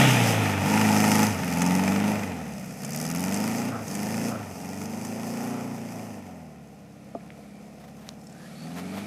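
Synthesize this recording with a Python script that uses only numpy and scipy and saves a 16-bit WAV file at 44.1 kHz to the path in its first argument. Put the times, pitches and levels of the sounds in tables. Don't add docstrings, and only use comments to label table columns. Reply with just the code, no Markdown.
import sys
import numpy as np
from scipy import signal
from scipy.fft import rfft, irfft, next_fast_len
from scipy.io import wavfile
from scipy.ndimage import uniform_filter1d

SR = 44100
rng = np.random.default_rng(int(sys.argv[2]) if len(sys.argv) > 2 else 0)


def convert_level_to_amplitude(level_db):
    exponent = np.asarray(level_db, float) / 20
    return 10 ** exponent


def store_wav(level_fs):
    pcm = np.round(np.clip(np.atleast_2d(level_fs), -1, 1) * 32767)
    wavfile.write(sys.argv[1], SR, pcm.T.astype(np.int16))


N = 399546
T = np.arange(N) / SR
STEP = 64
TC = T[::STEP]
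NEAR_M, MID_HZ = 10, 100


def on_log(table, hz):
    f, db = np.transpose(table)
    return np.interp(np.log(np.maximum(hz, 1)), np.log(f), db)


def fine(control):
    return np.interp(T, TC, control)


def colour(x, table):
    size = next_fast_len(N)
    edged = [(table[0][0] / 2, -90)] + list(table) + [(table[-1][0] * 1.15, -90)]
    gain = convert_level_to_amplitude(on_log(edged, np.fft.rfftfreq(size, 1 / SR)))
    y = irfft(rfft(x, size) * gain, size)[:N]
    return y / np.sqrt(np.mean(y ** 2))


def coloured_noise(table):
    return colour(rng.standard_normal(N), table)


def walk(rate):
    k = max(int(SR / STEP / rate), 1)
    held = np.repeat(rng.standard_normal(len(TC)), k)[:len(TC)]
    return 1.3 * uniform_filter1d(uniform_filter1d(held, k), k)


def lingering(x, fade_s):
    return signal.lfilter([1], [1, -np.exp(-STEP / SR / fade_s)], np.maximum(x, 0))


# start_s, firing_rate_hz, throttle (0-1)
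DRIVE = [(0.0, 137.2, 0.36), (0.06, 131.4, 0.04), (0.219, 116.7, 0.08), (0.5, 100.5, 0.23),
         (0.614, 95.6, 0.17), (0.68, 99.7, 0.57), (0.745, 105.9, 0.71), (0.81, 107.5, 0.67),
         (0.95, 104.6, 0.8), (1.238, 106.3, 0.95), (1.311, 104.2, 0.19), (1.371, 90.3, 0.15),
         (1.44, 89.1, 0.45), (1.552, 84.7, 0.69), (1.649, 88.9, 0.99), (1.949, 98.5, 0.86),
         (2.1, 105.0, 0.88), (2.179, 104.2, 0.4), (2.35, 85.7, 0.33), (2.569, 65.4, 0.27), (2.7, 61.3, 0.3),
         (2.79, 63.3, 0.06), (2.835, 66.8, 0.62), (2.872, 69.7, 0.66), (3.149, 85.3, 0.97),
         (3.45, 107.4, 1.0), (3.6, 117.2, 0.7), (3.691, 116.8, 0.6), (3.725, 114.3, 0.15),
         (3.76, 111.7, 0.08), (3.85, 100.0, 0.03), (3.9, 96.4, 0.5), (3.97, 101.0, 0.79),
         (4.289, 117.2, 0.8), (4.325, 113.8, 0.36), (4.36, 110.4, 0.3), (4.54, 87.8, 0.18),
         (4.63, 90.4, 0.63), (5.1, 108.8, 0.66), (5.45, 118.6, 0.92), (5.55, 119.3, 0.86),
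         (5.7, 116.0, 0.59), (5.999, 109.8, 0.6), (6.06, 110.1, 0.6), (6.08, 110.2, 0.36),
         (6.16, 100.1, 0.36), (6.532, 73.3, 0.15), (6.751, 67.6, 0.01), (7.0, 66.2, 0.04),
         (7.25, 70.4, 0.26), (7.5, 67.7, 0.02), (7.75, 70.3, 0.2), (8.251, 70.8, 0.18), (8.55, 73.9, 0.35),
         (8.65, 81.0, 0.85), (9.06, 103.4, 0.71)]
# start_s, distance_m, aim (tailpipes at the phone, 0-1), flank (side shown, 0-1)
PATH = [(0, 5.17, 0.76, 0.36), (0.599, 7.2, 0.39, 0.32), (1.241, 8.9, 0.84, 0.4), (1.8, 11.6, 0.5, 0.49),
        (2.4, 15.3, 0.27, 0.6), (2.9, 17.6, 0.93, 0.75), (3.5, 21.2, 0.86, 0.68), (4.3, 24.4, 0.78, 0.58),
        (5.5, 39.5, 0.72, 1), (6, 43.4, 0.58, 0.7), (6.5, 42, 0.17, 0.45), (7.5, 43, 0.2, 0.7),
        (8.3, 48, 0.36, 0.8), (9.06, 41, 0.2, 0.56)]


def controls():
    s, hz, throttle = np.transpose(DRIVE)
    hz = np.interp(TC, s, hz)
    throttle = np.clip(np.interp(TC, s, throttle), 0, 1.2)
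    change = np.diff(throttle, prepend=throttle[0])
    lift = lingering(-change, fade_s=0.11)
    press = lingering(change, fade_s=0.036)
    s, *path = np.transpose(PATH)
    return hz, throttle, lift, press, *(np.interp(TC, s, column) for column in path)


LAYERS = {"first": (-26.5, -3, 0, 2.5, -2.5, 6.5), "second": (-40.5, 18.5, 11.5, 6, -5.5, 6),
          "third": (-38.5, 11.5, 1.5, -18, -2, 6), "half": (-35.5, 6, 14.5, -27, -3.5, 4),
          "quarter": (-42, 0.5, 13.5, 10, 2.5, 5), "rasp": (-38.5, 3, 10, -3, -0.5, 5.5),
          "clatter": (-40, 8, 10, 1, 0.5, 8.5), "spit": (-53.5, 6.5, 7, -9, 14.5, 7)}
FLANK_DB = {"second": 0.5, "half": -3, "quarter": 4, "rasp": 3, "first": -1.8, "third": -2.5}


def layer_levels(octaves, throttle, lift, aim, doublings, flank):
    levels = {}
    for name, (shut, opened, revs, burble, tail, far) in LAYERS.items():
        engine = shut + opened * throttle + revs * octaves + burble * lift
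        levels[name] = engine + tail * aim - far * doublings + FLANK_DB.get(name, 0) * flank
    return levels


# pitch_hz, level_db
FIRING_PIPE = [(60, -29), (90, -8), (125, 1.5), (160, 3), (210, 2.5), (265, 1.5), (310, -4.5), (340, -11),
               (400, -30)]


def firing_levels(db, hz, press):
    whole_db = [db[name] + on_log(FIRING_PIPE, hz * (k + 1)) for k, name in enumerate(("first", "second", "third"))]
    stumble_db = -37
    whole_db[0] = whole_db[0] + stumble_db * press
    return whole_db


# pitch_hz, level_db
PIPE = [(45, -15), (80, -12), (102, -16), (125, -8), (160, 0), (220, 2.5), (280, -4), (330, -12),
        (450, -8.5), (650, -23)]
FAVOUR_DB = {3: -10, 5: -3, 7: 3, 9: 1, 10: -2, 11: -2, 13: 5, 14: -5, 15: -4, 16: -12, 17: -4, 18: -2, 19:
             -6, 20: -22}
SHUT_FAVOUR_DB = {5: -4, 7: -13, 9: -8, 11: -5, 13: -15, 15: -7}
FAR_FAVOUR_DB = {6: -8, 7: -4, 9: 5, 10: -10}


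def exhaust_tones(turns, hz, whole_db, half_db, quarter_db, tilt_db, shut, far):
    def share_of(k, family):
        mean_power = np.mean([convert_level_to_amplitude(2 * on_log(PIPE, hz * j / 4)) for j in family], axis=0)
        return on_log(PIPE, hz * k / 4) - 10 * np.log10(mean_power)

    out, start = 0, rng.uniform(0, 2 * np.pi, 25)
    start[9] = -.38 * 16 - start[7] + 2.2
    tilt = {6: -tilt_db, 10: tilt_db, 18: tilt_db}
    for k in range(3, 21):
        whole = k in (4, 8, 12)
        favour_db = FAVOUR_DB.get(k, 0) + FAR_FAVOUR_DB.get(k, 0) * far
        if whole:
            db, phase = whole_db[k // 4 - 1], -.38 * k
        elif k % 2:
            db = quarter_db + favour_db + SHUT_FAVOUR_DB.get(k, 0) * shut + share_of(k, (7, 9, 11))
            phase = start[k]
        else:
            db = half_db + favour_db + tilt.get(k, 0) + share_of(k, (6, 10))
            phase = start[k]
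        waver_db = (.7 if whole else 1.4) * MID_HZ / hz * (walk(5) + .7 * walk(16))
        slip = (.08 if whole else .22) * walk(8)
        tone = np.cos(2 * np.pi * turns * k / 4 + phase + fine(slip))
        out = out + fine(convert_level_to_amplitude(db + waver_db)) * np.sqrt(2) * tone
    return out


# pitch_hz, level_db
GROWL = [(330, -8), (450, 0), (540, -5), (640, -2), (750, 0), (880, 3), (960, -2), (1080, -14)]


def growl(turns, hz, rasp_db, throttle):
    out, start = 0, rng.uniform(0, 2 * np.pi, 60)
    for k in range(14, 44):
        level = convert_level_to_amplitude(on_log(GROWL, hz * k / 4) + 4 * walk(12))
        phase = start[k] + fine(1.2 * walk(16))
        out = out + fine(level) * np.sqrt(2) * np.cos(2 * np.pi * turns * k / 4 + phase)
    return fine(convert_level_to_amplitude(rasp_db - 21 + 3 * throttle)) * out


PUFFS = (0.085, 0.17, 0.56, 0.54, 0.027)


def puff_share(throttle, octaves, aim, doublings):
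    shut, opened, revs, tail, far = PUFFS
    return shut + throttle * (opened - revs * octaves + tail * aim - far * doublings)


CYLINDERS_DB = [0, -3.5, -3, -3.5]


def gas(turns, share, length, colours, beat=0., cylinders_db=CYLINDERS_DB, second_db=0 * TC):
    count = turns.astype(int)
    firings = np.arange(count[-1] + 1)
    scatter_db = 2.3 * rng.standard_normal(len(firings))
    firing_db = np.array(cylinders_db)[firings % 4] + scatter_db
    size = convert_level_to_amplitude(firing_db[count] + (count % 4 == 1) * fine(second_db))
    phase = turns % 1
    puff = size * phase / length * np.exp(-phase / length)
    crack = size * (np.diff(count, prepend=count[0]) > 0)
    share = fine(np.clip(share, 0, 1))
    noise = rng.standard_normal((2, N))
    puffs = puff * noise[0] / np.sqrt(np.mean(puff ** 2)) + beat * crack / crack.std()
    puffs = puffs / np.sqrt(1 + beat ** 2)
    return colour(np.sqrt(share) * puffs + np.sqrt(1 - share) * noise[1], colours)


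# pitch_hz, level_db (per Hz)
RASP = [(300, -2), (350, -6), (405, -0.5), (470, 3), (560, 2), (730, 3.5), (810, 1), (900, -9), (1080, -7)]


def rasp(turns, level_db, share):
    return fine(convert_level_to_amplitude(level_db)) * gas(turns, .2 + .35 * share, .15, RASP, beat=1.1)


# pitch_hz, level_db (per Hz)
RING = [(760, -10), (830, -0.5), (890, 1), (950, -5.5), (1010, -16)]


def tailpipe_ring(turns, second_db, share):
    level_db = second_db - 2 - 5.5 * TC
    return fine(convert_level_to_amplitude(level_db)) * gas(turns, .3 + .5 * share, .18, RING, beat=1.4)


# pitch_hz, level_db (per Hz)
CLATTER = [(640, -60), (1100, 3.5), (1190, 9), (1260, 9.5), (1400, 9.5), (1630, 2), (1820, 10), (2240, 6),
           (2430, 9.5), (3220, -2.5), (3510, -4), (3970, -7.5), (4300, -7), (5590, -46), (9460, -120)]
BARK_DB = [0, -14, -14, -14]


def clatter(turns, level_db, throttle, flank):
    share = (.58 - .4 * flank) * np.sqrt(throttle)
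    return fine(convert_level_to_amplitude(level_db)) * gas(turns, share, .2, CLATTER, beat=.4, cylinders_db=BARK_DB)


# pitch_hz, level_db (per Hz)
SPIT = [(2350, -4), (4000, -9), (4370, -2), (4860, 8), (5300, 6.5), (6190, 6), (6520, 4), (6780, 6.5),
        (7740, -6), (8300, 4), (10800, -11.5), (18300, -120)]
FIZZ = [(4820, -62), (8200, -9), (8940, 3), (10400, 6), (11400, 1), (12800, 6), (13700, 1.5),
        (15600, -12.5)]
CHIRP = [(4900, -14), (5250, -2), (5600, -14), (6200, 0), (6700, -12), (7200, -12), (7700, -1), (8200, -16)]
SPIT_CYLINDERS_DB = [0, -4, -4.5, -4.5]


def spit(turns, level_db, share, octaves, flank):
    lug_db = 10 * np.clip(-octaves, 0, .5)
    cylinders = dict(cylinders_db=SPIT_CYLINDERS_DB, second_db=lug_db)
    out = fine(convert_level_to_amplitude(level_db)) * gas(turns, share, .12, SPIT, **cylinders)
    out += fine(convert_level_to_amplitude(level_db - 3)) * gas(turns, share, .11, FIZZ, **cylinders)
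    chirp_db = level_db - 2.5 - 0.5 * (flank - .5)
    out += fine(convert_level_to_amplitude(chirp_db)) * gas(turns, .15 + share, .16, CHIRP, **cylinders)
    return out


# start_s, level_db (before the 5 dB cut)
CRACKS = [(1.6185, -17), (1.6628, -24), (2.8477, -26), (2.9325, -28), (3.1126, -28), (3.1595, -28),
          (3.3426, -20), (3.8803, -30), (3.9516, -25), (5.0497, -30)]
# pitch_hz, level_db (per Hz)
CRACK_COLOUR = [(700, -3), (2500, 4), (4000, -9), (6000, 11), (12000, -1)]


def cracks():
    decay_s = 0.0049
    burst = sum(convert_level_to_amplitude(db) * (T >= s) * np.exp(-np.maximum(T - s, 0) / decay_s) for s, db in CRACKS)
    return burst * coloured_noise(CRACK_COLOUR) * convert_level_to_amplitude(-5)


# centre_s, length_s, level_db
BURBLES = [(3.762, 0.06, -38), (4.348, 0.065, -37.5), (5.538, 0.13, -44.5)]
# pitch_hz, level_db (per Hz)
BURBLE = [(400, 1), (650, 15), (900, 0), (1300, 12.5), (1700, -3)]


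def burbles(turns):
    swell = sum(convert_level_to_amplitude(db) * np.exp(-((TC - s) / length) ** 2) for s, length, db in BURBLES)
    return fine(swell) * gas(turns, 0 * TC + .5, 0.7, BURBLE, beat=0.41)


# centre_s, length_s, pitch_hz, level_db
GULPS = [(0.655, 0.025, 148, -26.5), (1.41, 0.03, 150, -34), (3.895, 0.022, 152, -34.5)]


def gulps():
    out = 0
    for s, length, hz, db in GULPS:
        swell = convert_level_to_amplitude(db) * np.sqrt(2) * np.exp(-((T - s) / length) ** 2)
        out = out + swell * np.sin(2 * np.pi * hz * (T - s))
    return out


# pitch_hz, level_db (per Hz)
RUMBLE = [(20, -22), (60, -25), (100, -14), (200, -5.5), (300, -6.5), (420, -69)]


def rumble(quarter_db):
    return fine(convert_level_to_amplitude(quarter_db - 5)) * coloured_noise(RUMBLE)


# pitch_hz, level_db (per Hz)
SNOW = [(1500, -9), (2500, -1), (3400, -5), (4200, -16.5)]


def snow_tear():
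    return convert_level_to_amplitude(-25 - 33.5 * T) * coloured_noise(SNOW)


# start_s, level_db
SWISH = [(6.2, -73), (7.4, -62.5), (8.2, -69), (8.45, -55.5), (9.06, -49.5)]
# pitch_hz, level_db (per Hz)
SWISH_COLOUR = [(1200, 4), (1800, -7), (2500, -6.5), (3500, -5.5), (4500, -5), (6000, -10), (12000, -11.5)]


def snow_swish():
    level_db = np.interp(TC, *np.transpose(SWISH), left=-120) + 0.67 * walk(8)
    return fine(convert_level_to_amplitude(level_db)) * coloured_noise(SWISH_COLOUR)


# delay_s, level_db
ECHOES = [(.083, -17.5), (.17, -19.5)]


def echoes(car):
    dull = signal.lfilter(*signal.butter(2, 2500, fs=SR), car)
    return sum(convert_level_to_amplitude(db) * np.pad(dull, (int(delay * SR), 0))[:N] for delay, db in ECHOES)


# start_s, pitch_hz, level_db
WHISTLES = [
    [(6.5, 2290, -91), (7.4, 2300, -65.5), (8.3, 2310, -85), (8.5, 2290, -65), (8.56, 2310, -57),
     (8.62, 2300, -80), (8.851, 2300, -55), (9.06, 2330, -50)],
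    [(8.3, 1570, -78), (8.35, 1610, -57), (8.47, 1790, -57), (8.53, 1850, -82)],
    [(8.5, 4250, -85), (8.57, 4380, -63), (8.68, 4560, -63), (8.75, 4620, -93)],
]


def whistles():
    out = 0
    for table in WHISTLES:
        s, hz, db = np.transpose(table)
        turn = np.exp(2j * np.pi * np.cumsum(np.interp(T, s, hz)) / SR)
        flutter = (walk(330) + 1j * walk(330)) * convert_level_to_amplitude(2.3 * walk(25))
        out = out + convert_level_to_amplitude(np.interp(T, s, db, left=-120, right=-120)) * (fine(flutter) * turn).real
    return out


# start_s, level_db, pitch_hz, t60_s
KNOCKS = [(7.1505, -30, 682, 0.11), (7.1502, -23.5, 590, 0.02), (7.1509, -30, 400, 0.06),
          (7.1512, -25, 265, 0.05), (7.152, -33, 860, 0.022), (7.1505, -38, 1170, 0.023),
          (7.3041, -26.5, 2150, 0.0042), (8.0904, -19.5, 4130, 0.0028), (8.0904, -22, 5500, 0.003),
          (8.0914, -31, 7300, 0.002), (8.09, -32, 1100, 0.0043), (8.09, -30, 9970, 0.0018)]
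# start_s, level_db
TICKS = [(8.2141, -52), (8.241, -56), (8.2699, -48), (8.298, -54), (8.3258, -50), (8.3807, -56),
         (8.5483, -54), (8.6037, -55), (8.637, -57)]
# pitch_hz, level_db, t60_s
TICK_MODES = [(4420, -7, .02), (5400, -2, 0.027), (7140, 0, 0.018), (8000, 2, 0.017)]


def knocks_and_ticks():
    rings = list(KNOCKS)
    for s, db in TICKS:
        for hz, mode_db, t60 in TICK_MODES:
            rings.append((s, db + mode_db + 3 * rng.standard_normal(), hz, t60))
    out = np.zeros(N)
    for s, db, hz, t60 in rings:
        first = int(s * SR) + 1
        t = T[first:first + int(2 * t60 * SR)] - s
        envelope = np.minimum(2 * hz * t, 1) * np.exp(-np.log(1000) * t / t60)
        out[first:first + len(t)] -= convert_level_to_amplitude(db) * envelope * np.sin(2 * np.pi * hz * t)
    return out


# centre_s, length_s, level_db
RUSTLES = [(7.813, 0.021, -54), (7.845, 0.015, -52), (7.883, 0.012, -50.5), (8.06, 0.12, -54),
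           (8.786, 0.031, -39.5), (8.98, 0.049, -41.5)]


def rustles():
    swell = sum(convert_level_to_amplitude(db) * np.exp(-((TC - s) / length) ** 2 * 2) for s, length, db in RUSTLES)
    grains = rng.standard_normal(N) * fine(convert_level_to_amplitude(1.8 * walk(300)))
    return fine(swell) * colour(grains, [(600, 5.5), (2000, -3.0), (6000, -14.0), (15000, -17)])


# pitch_hz, level_db (per Hz)
AIR = [(12, -56), (20, -28), (60, -19), (176, -2), (363, -18), (728, -16), (935, -27), (15600, -43)]


def still_air():
    return convert_level_to_amplitude(-62) * coloured_noise(AIR)


def scene():
    hz, throttle, lift, press, metres, aim, flank = controls()
    octaves, doublings = np.log2(hz / MID_HZ), np.log2(metres / NEAR_M)
    db = layer_levels(octaves, throttle, lift, aim, doublings, flank)
    whole_db = firing_levels(db, hz, press)
    share = puff_share(throttle, octaves, aim, doublings)
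    turns = 2.15 + np.cumsum(fine(hz)) / SR
    clump_db = walk(22)
    spit_db = db["spit"] + clump_db + walk(18)
    tilt_db = -1 + (12 - 14 * flank) * throttle
    far = np.clip(doublings - .8, 0, 1) * throttle * np.clip(hz / MID_HZ, 0, 1) ** 2

    car = exhaust_tones(turns, hz, whole_db, db["half"], db["quarter"], tilt_db, 1 - throttle, far)
    car += rumble(db["quarter"])
    car += rasp(turns, db["rasp"] + clump_db, share)
    car += tailpipe_ring(turns, whole_db[1], share)
    car += clatter(turns, db["clatter"], throttle, flank)
    car += growl(turns, hz, db["rasp"], throttle)
    car += spit(turns, spit_db, share, octaves, flank)
    car += snow_tear()
    car += burbles(turns)
    car += snow_swish()
    car += cracks() + gulps()
    air = still_air()
    return (car + echoes(car) + air + whistles() + knocks_and_ticks() + rustles())[None]


def top_cut(x):
    return signal.sosfilt(signal.butter(12, 15740, fs=SR, output="sos"), x)


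def record(dry):
    return top_cut(dry)


dry = scene()
out = record(dry)
store_wav(out)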